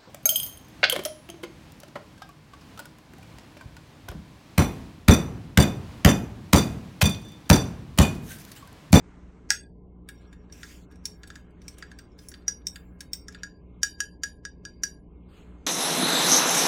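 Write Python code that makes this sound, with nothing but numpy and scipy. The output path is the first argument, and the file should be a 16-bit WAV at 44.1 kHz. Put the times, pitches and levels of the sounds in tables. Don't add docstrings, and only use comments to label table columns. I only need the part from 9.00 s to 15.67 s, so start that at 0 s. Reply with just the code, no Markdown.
import sys
import numpy as np
from scipy import signal
from scipy.fft import rfft, irfft
from scipy.io import wavfile
from scipy.ndimage import uniform_filter1d

SR = 44100
rng = np.random.default_rng(int(sys.argv[2]) if len(sys.argv) > 2 else 0)


def how_loud(loudness_db):
    steps = np.asarray(loudness_db, float) / 20
    return 10 ** steps


def store_pcm(level_fs):
    pcm = np.round(np.clip(level_fs, -1, 1) * 32767).astype(np.int16)
    wavfile.write(sys.argv[1], SR, np.atleast_2d(pcm).T)


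N = 293946


def evened(x):
    return x / np.sqrt(np.mean(x ** 2) + 1e-20)


def smoothed_twice(x, size, axis=-1):
    return uniform_filter1d(uniform_filter1d(x, size, axis=axis), size, axis=axis)


def read_spectrum(points, hz):
    point_hz, value = np.transpose(points)
    return np.interp(np.log(hz + 1), np.log(point_hz + 1), value)


def shaped_noise(db, size):
    real, imag = rng.standard_normal((db.shape[1], db.shape[0], 2)).T
    spectra = (real + 1j * imag) * how_loud(db)
    return signal.istft(spectra, nperseg=size, noverlap=size * 3 // 4)[1][:N]


def patchy_hiss(spectrum, tilt_db, patchy_db):
    hz = np.fft.rfftfreq(512, 1 / SR)
    patches = rng.standard_normal((len(tilt_db), len(hz)))
    patches = uniform_filter1d(patches, size=24, axis=0)
    patches = evened(uniform_filter1d(patches, size=7, axis=1)).T
    octaves = np.log2(np.maximum(hz, 500) / 4000)[:, None]
    db = read_spectrum(spectrum, hz)[:, None] + patchy_db * patches + tilt_db * octaves
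    return evened(shaped_noise(db, size=512))


def fridge():
    # (frequency [Hz], level [dB])
    hum_lines = [(34, -65.5), (60.1, -53.5), (78, -60.5), (118.5, -64), (180.4, -59), (241, -67),
                 (301, -67.5), (361, -69.5), (421, -71.5), (541, -81), (601, -79), (1020, -78.5),
                 (2150, -81)]
    # (frequency [Hz], level [dB per Hz])
    rumble_spectrum = [(12, -41.5), (20, -10.5), (59, 0), (103, -8), (136, -9), (176, 0), (209, -10.5),
                       (298, -6), (327, -14), (425, -9.5), (511, -17.5), (800, -28.5), (1040, -57),
                       (1760, -120)]
    rumble_db, waver_db = -53, 2.0
    t = np.arange(N) / SR
    wobbles = evened(smoothed_twice(rng.standard_normal((len(hum_lines), N // 256 + 1)), 12))
    hum = np.zeros(N)
    for (line_hz, line_db), wobble in zip(hum_lines, wobbles):
        drift = np.interp(t, np.arange(len(wobble)) * 256 / SR, wobble)
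        hum += how_loud(line_db + waver_db * drift) * np.sin(2 * np.pi * (line_hz * t + rng.random()))
    hz = np.fft.rfftfreq(4096, 1 / SR)
    shape_db = read_spectrum(rumble_spectrum, hz)[:, None] + np.zeros(N // 1024 + 5)
    return np.sqrt(2) * hum + how_loud(rumble_db) * evened(shaped_noise(shape_db, size=4096))


def air():
    # (frequency [Hz], level [dB per Hz])
    air_spectrum = [(410, -31), (700, 0), (1420, -3.5), (1750, -8.5), (2240, -10), (4990, -24), (6150, -19),
                    (8420, -26), (10100, -43.5), (16000, -58.5)]
    # (time [s], level [dB])
    air_course = [(0, -62.5), (0.102, -62.5), (0.501, -68.5), (1.2, -68.5), (2.5, -66.5), (4.5, -70),
                  (6.2, -70), (6.67, -65)]
    time_s, course_db = np.transpose(air_course)
    gain = how_loud(np.interp(np.arange(N) / SR, time_s, course_db))
    return gain * patchy_hiss(air_spectrum, np.zeros(N // 128 + 5), patchy_db=1.5)


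def grit():
    # (start [s], length [s], share before the peak [0-1],
    # peak level [dB], brightness [dB per octave])
    strokes = [(1.078, 0.383, 0.374, -66, -0.5), (1.521, 0.3352, 0.583, -50.5, 2.5),
               (1.902, 0.105, 0.11, -71.5, -3), (2.039, 0.209, 0.82, -73, 8.5),
               (2.218, 0.285, 0.59, -62, 0.5), (2.618, 0.152, 0.835, -63.5, 2),
               (2.765, 0.39, 0.063, -60.5, -2.5), (3.18, 0.272, 0.21, -58.5, 4.5),
               (3.727, 0.293, 0.088, -62.5, 6), (4.277, 0.202, 0.59, -61, -3),
               (6.284, 0.278, 0.372, -59, -3)]
    # (frequency [Hz], level [dB per Hz])
    hiss_spectrum = [(880, -7), (1500, -1), (1640, -7), (2180, -1.5), (2900, -5.5), (4380, -9), (4780, -10),
                     (7080, -9), (9150, -17.5), (15700, -23)]
    # (frequency [Hz], level [dB], t60 [s])
    singing_modes = [(1649, -1, 0.178), (4840, -12, 0.146), (5600, -2, 0.096), (7300, -17.5, .05)]
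    # (stroke start [dB], peak [dB], end [dB])
    singing_course = (-69, -71, -82)
    rise_db, fall_db, onset_tilt_db = -7.5, -19, 1
    t = np.arange(N) / SR
    frame_s = np.arange(N // 128 + 5) * 128 / SR
    start, length, share, peak_db, bright_db = np.transpose(strokes)[:, :, None]
    knots = np.hstack([0 * share, np.clip(share, .02, .98), 1 + 0 * share])
    knot_s = (start + length * knots).ravel()
    hiss_db = (peak_db + [rise_db, 0, fall_db]).ravel()
    tilt_db = (bright_db + [onset_tilt_db, 0, 0]).ravel()
    sing_db = np.tile(singing_course, len(strokes))
    moving = uniform_filter1d(((t > start) & (t < start + length)).any(0) * 1., size=400)
    hiss = patchy_hiss(hiss_spectrum, np.interp(frame_s, knot_s, tilt_db), patchy_db=3.5)
    ring_s, body = t[:8000], np.zeros(8000)
    for mode_hz, mode_db, t60_s in singing_modes:
        body += how_loud(mode_db - 60 * ring_s / t60_s) * np.sin(2 * np.pi * mode_hz * ring_s)
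    singing = evened(signal.oaconvolve(rng.standard_normal(N), body)[:N])
    singing = singing * (t < start[-1])
    hiss = how_loud(np.interp(t, knot_s, hiss_db)) * hiss
    return moving * (hiss + how_loud(np.interp(t, knot_s, sing_db)) * singing)


def kitchen_echo(x):
    # (frequency [Hz], t60 [s])
    room_decay = [(800, 0.27), (2000, 0.44), (6000, 0.295), (16000, 0.3)]
    taps = np.zeros(SR // 2)
    at = np.arange(200, SR // 2 - 20, 20)
    taps[at + rng.integers(0, 20, len(at))] = rng.choice([-1., 1.], len(at))
    hz, t, z = signal.stft(taps, SR, nperseg=256)
    decay = how_loud(-60 * t / read_spectrum(room_decay, hz)[:, None])
    tail = signal.istft(z * decay, SR, nperseg=256)[1]
    return signal.fftconvolve(x, tail / np.linalg.norm(tail))[:N]


def family_levels(rows, law):
    time_s, bell_db, lean_db, hard_db = np.transpose(rows)
    wall_db, wall_lean, upper_db, upper_lean, upper_hard = law
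    wall = wall_db + wall_lean * lean_db
    upper = upper_db + upper_lean * lean_db + upper_hard * hard_db
    offsets_db = np.array([0 * time_s, lean_db, wall, upper, hard_db])
    return np.column_stack([time_s, (bell_db + offsets_db).T])


def blows(rows, modes, crack_db, crack_s, wash_db, quick_s, oval_s, late_db, spread_db, detune):
    # (low edge [Hz], high edge [Hz])
    family_edges = [
        (5150, 6150),
        (0, 1900),
        (1900, 5150),
        (6150, 9200),
        (9200, 20000),
    ]
    # (frequency [Hz], level [dB], t60 [s])
    oval_modes = [(1575, -15, .2), (1648.7, 3.5, 0.26)]
    hz, db, t60_s = np.transpose(oval_modes + modes)[:, :, None]
    t, out = np.arange(SR // 3) / SR, np.zeros(N + SR)
    damped_s = np.where(hz < 1900, oval_s, quick_s * (2000 / hz) ** 0.62)
    fading = how_loud(-60 * t / np.minimum(t60_s, damped_s))
    late = how_loud(late_db - 60 * t / t60_s)
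    flutters = rng.standard_normal((len(rows), len(hz), 50))
    luck = rng.standard_normal((len(rows), len(hz), 2))
    crackle = rfft(rng.standard_normal((len(rows), 8192)))
    band_hz = np.fft.rfftfreq(8192, 1 / SR)
    burst = how_loud(crack_db - 60 * t[:8192] / crack_s) + how_loud(wash_db - 60 * t[:8192] / .16)
    for (time_s, *family_db), chance, contact, flutter in zip(rows, luck, crackle, flutters):
        wavering = 0.46 + np.where(hz < 1900, .25, .9) * signal.resample(flutter, len(t), axis=1)
        glance = np.clip((-36.5 - max(family_db)) / 12, 0, 1)
        pitch_hz = hz * (1 + (0.001 + detune * glance * (hz > 1900)) * chance[:, 1:])
        envelope = how_loud(db + spread_db * chance[:, :1]) * (fading + late * wavering)
        rings = envelope * np.sin(2 * np.pi * pitch_hz * t)
        for (low, high), blow_db in zip(family_edges, family_db):
            ring = rings[(hz[:, 0] >= low) & (hz[:, 0] < high)].sum(0)
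            ring /= np.std(ring[:300])
            in_band = (band_hz >= max(low, 1300)) * (band_hz < high)
            ring[:8192] += burst * evened(irfft(contact * in_band))
            onset_s = .0009 + 0.001297 * glance + .0012 * (high < 2000)
            onset = np.minimum(t / onset_s, 1) ** 2
            out[round(time_s * SR):][:len(t)] += how_loud(blow_db) * ring * onset
    return out[:N]




def wall_knocks():
    knock_rows = [(1.6305, -47, 9.5, -16), (1.6385, -48, -5.5, -24), (2.2325, -54, 13, -11),
                  (2.3014, -52.5, 12, -15.5), (2.3549, -53, 11.5, -9), (2.824, -54.5, 16, -12.5),
                  (2.9142, -64.5, 18.5, -2.5), (3.315, -50, 3.5, -15.5), (3.3394, -64.5, 23, -10),
                  (3.4208, -73.5, 13.5, -23.5), (3.6164, -73.5, 17, -25), (3.7576, -63.5, 24, 12),
                  (4.282, -40.5, -0.5, -16), (4.346, -57.5, 17, -10)]
    wall_modes = [(1898, 20, 0.01), (2754, -18, 0.01), (3572, -8, 0.014), (4744, -15, 0.106),
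                  (5730, -1, .05), (5558, 4.5, 0.05), (6370, 1, 0.01), (6730, 9, 0.05), (7660, 0.5, 0.19),
                  (9120, -16.5, 0.018), (10805, -0.5, 0.027), (14450, -19, 0.0067)]
    knock_law = (-10, 1.2797, 2, 0.4035, 0.4967)
    return blows(family_levels(knock_rows, knock_law), wall_modes, crack_db=0, crack_s=0.035, wash_db=-21,
                 quick_s=.05, oval_s=0.1, late_db=-17.5, spread_db=1.7, detune=0.043)


def stirring():
    stir_rows = [(1.0877, -53, 13.5, 5.5), (1.176, -71.5, 4.5, -17), (1.3269, -62, 10, -5.5),
                 (1.4975, -73.5, 13.5, -15), (1.5233, -42.5, -31, -20.5), (1.9119, -75, 12, 6.5),
                 (1.9194, -66, -1, -9.5), (1.956, -62.5, -8, -9), (2.054, -27.5, -23.5, -12),
                 (2.2728, -55, -3.5, 1), (2.5056, -82.5, 10, 6.5), (2.6163, -55.5, -9, -16),
                 (2.6803, -38.5, -18.5, -12), (2.7819, -54.5, -4, 4), (2.9863, -49.5, 1, -8),
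                 (3.117, -67, -21.5, -30), (3.1878, -48.5, -12.5, -23), (3.285, -46, -31, 5.5),
                 (3.6684, -25.5, -35, -15), (4.0054, -42.5, -3.5, -2.5), (4.132, -28.5, -25.5, -7.5),
                 (4.323, -56, -4.5, -6.5)]
    wet_modes = [(2283, -1, 0.018), (3703, -4, 0.034), (4444, -10.5, .03), (4719, -5, 0.28),
                 (5518.5, 10.5, 0.137), (6036, -8.5, 0.193), (6492, 13.5, 0.1), (7120, 8.5, 0.23),
                 (8250, 12, 0.23), (8740, 11.5, 0.123), (10680, 16, 0.13), (11413, 3.5, 0.2),
                 (13220, 5.5, 0.1), (15120, -5.5, .1)]
    stir_law = (1.5, 0.516, 1.75, 0.14, 0.487)
    return blows(family_levels(stir_rows, stir_law), wet_modes, crack_db=-3.24, crack_s=0.0464,
                 wash_db=-20.5, quick_s=0.046, oval_s=0.052, late_db=-21.5, spread_db=10.0, detune=0.024)


def sugar_shake():
    shake_rows = [
        (0.504, -16, -2.5, -14.5),
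        (0.5137, -34.5, 4.5, -13.5),
    ]
    loose_modes = [(857, -18, 0.052), (1964, 0, 0.11), (2496, -7.5, .26), (3465.8, -10, 0.33),
                   (4662, -6, 0.48), (4860, 6.5, 0.041), (5576, 0, 0.11), (6486, 5, 0.23),
                   (6685, -1.5, .15), (8010, 2, .17), (8254, -2, .3), (9930, 5, 0.055), (10960, -3.5, 0.24),
                   (13220, 0.5, .12)]
    shake_law = (-0.5, 1.23, 1.5, -1.05, 0.3374)
    return blows(family_levels(shake_rows, shake_law), loose_modes, crack_db=-3.5, crack_s=0.014,
                 wash_db=-19.5, quick_s=0.02, oval_s=0.036, late_db=-21, spread_db=0, detune=0)


def rim_taps():
    tap_rows = [
        (3.48, -17.5, -20, -25.5),
        (4.433, -40, 6.5, -18.5),
        (4.8309, -20, -2.5, -14),
        (5.003, -25.5, -0.5, -17.5),
        (5.234, -27, 0.5, -17.5),
        (5.451, -39.5, 4, -22.5),
        (5.6511, -42, 4.5, -22.5),
        (5.8345, -20, -11, -19.5),
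    ]
    rim_modes = [(2069, -3, 0.0082), (3032.5, 1, 0.013), (3700, -0.5, 0.015), (4724.6, 2, 0.386),
                 (4885, -4.5, 0.42), (5522, -11, 0.1), (5741, 1, 0.1633), (6680, -1, .08), (6964, 0, 0.23),
                 (8736, -6, 0.15), (10428, 4.5, 0.36), (11550, 4, 0.27), (14350, 5, .07), (15300, 0.5, .13)]
    tap_law = (-4.5, 0.7455, 6, 0.3723, 0.5276)
    return blows(family_levels(tap_rows, tap_law), rim_modes, crack_db=-2, crack_s=0.01755, wash_db=-18.5,
                 quick_s=0.085, oval_s=0.0866, late_db=-20.5, spread_db=2.7, detune=0)


def scene():
    clinks = sugar_shake() + stirring() + wall_knocks() + rim_taps()
    echo = how_loud(-13) * kitchen_echo(clinks)
    return np.tile(clinks + echo + grit() + air() + fridge(), (2, 1))


def roll_off(x):
    return signal.sosfilt(signal.butter(12, 17490, fs=SR, output="sos"), x)


def record(dry):
    memory_fade_db_per_s, margin_db, duck_slope, max_duck_db = 40, 11, 1.6, 30
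    hz, t, z = signal.stft(dry[0], SR, nperseg=1024, noverlap=768)
    power = uniform_filter1d(abs(z) ** 2, size=3, axis=0)
    power = uniform_filter1d(power, size=5, axis=1) + 1e-16
    keep = how_loud(-2 * memory_fade_db_per_s * 256 / SR)
    memory = signal.lfilter([1 - keep], [1, -keep], uniform_filter1d(power, size=21, axis=0))
    excess_db = 10 * np.log10(memory / power) - margin_db
    duck_db = uniform_filter1d(np.clip(duck_slope * excess_db, 0, max_duck_db), size=3)
    edge = np.clip((16900 - hz[:, None]) / 600, .003, 1)
    clean = signal.istft(z * edge * how_loud(-duck_db), SR, nperseg=1024, noverlap=768)[1][:N]
    lead = np.pad(rng.standard_normal(700) * np.linspace(.1, 1, 700), (0, 701))
    treble = signal.lfilter(*signal.butter(2, 1200, "high", fs=SR), clean)
    smear = signal.oaconvolve(treble, lead / np.linalg.norm(lead), "same")
    clean = clean + how_loud(-30.5) * smear
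    return roll_off(np.tile(clean, (2, 1)))


dry = scene()
out = record(dry)
store_pcm(out)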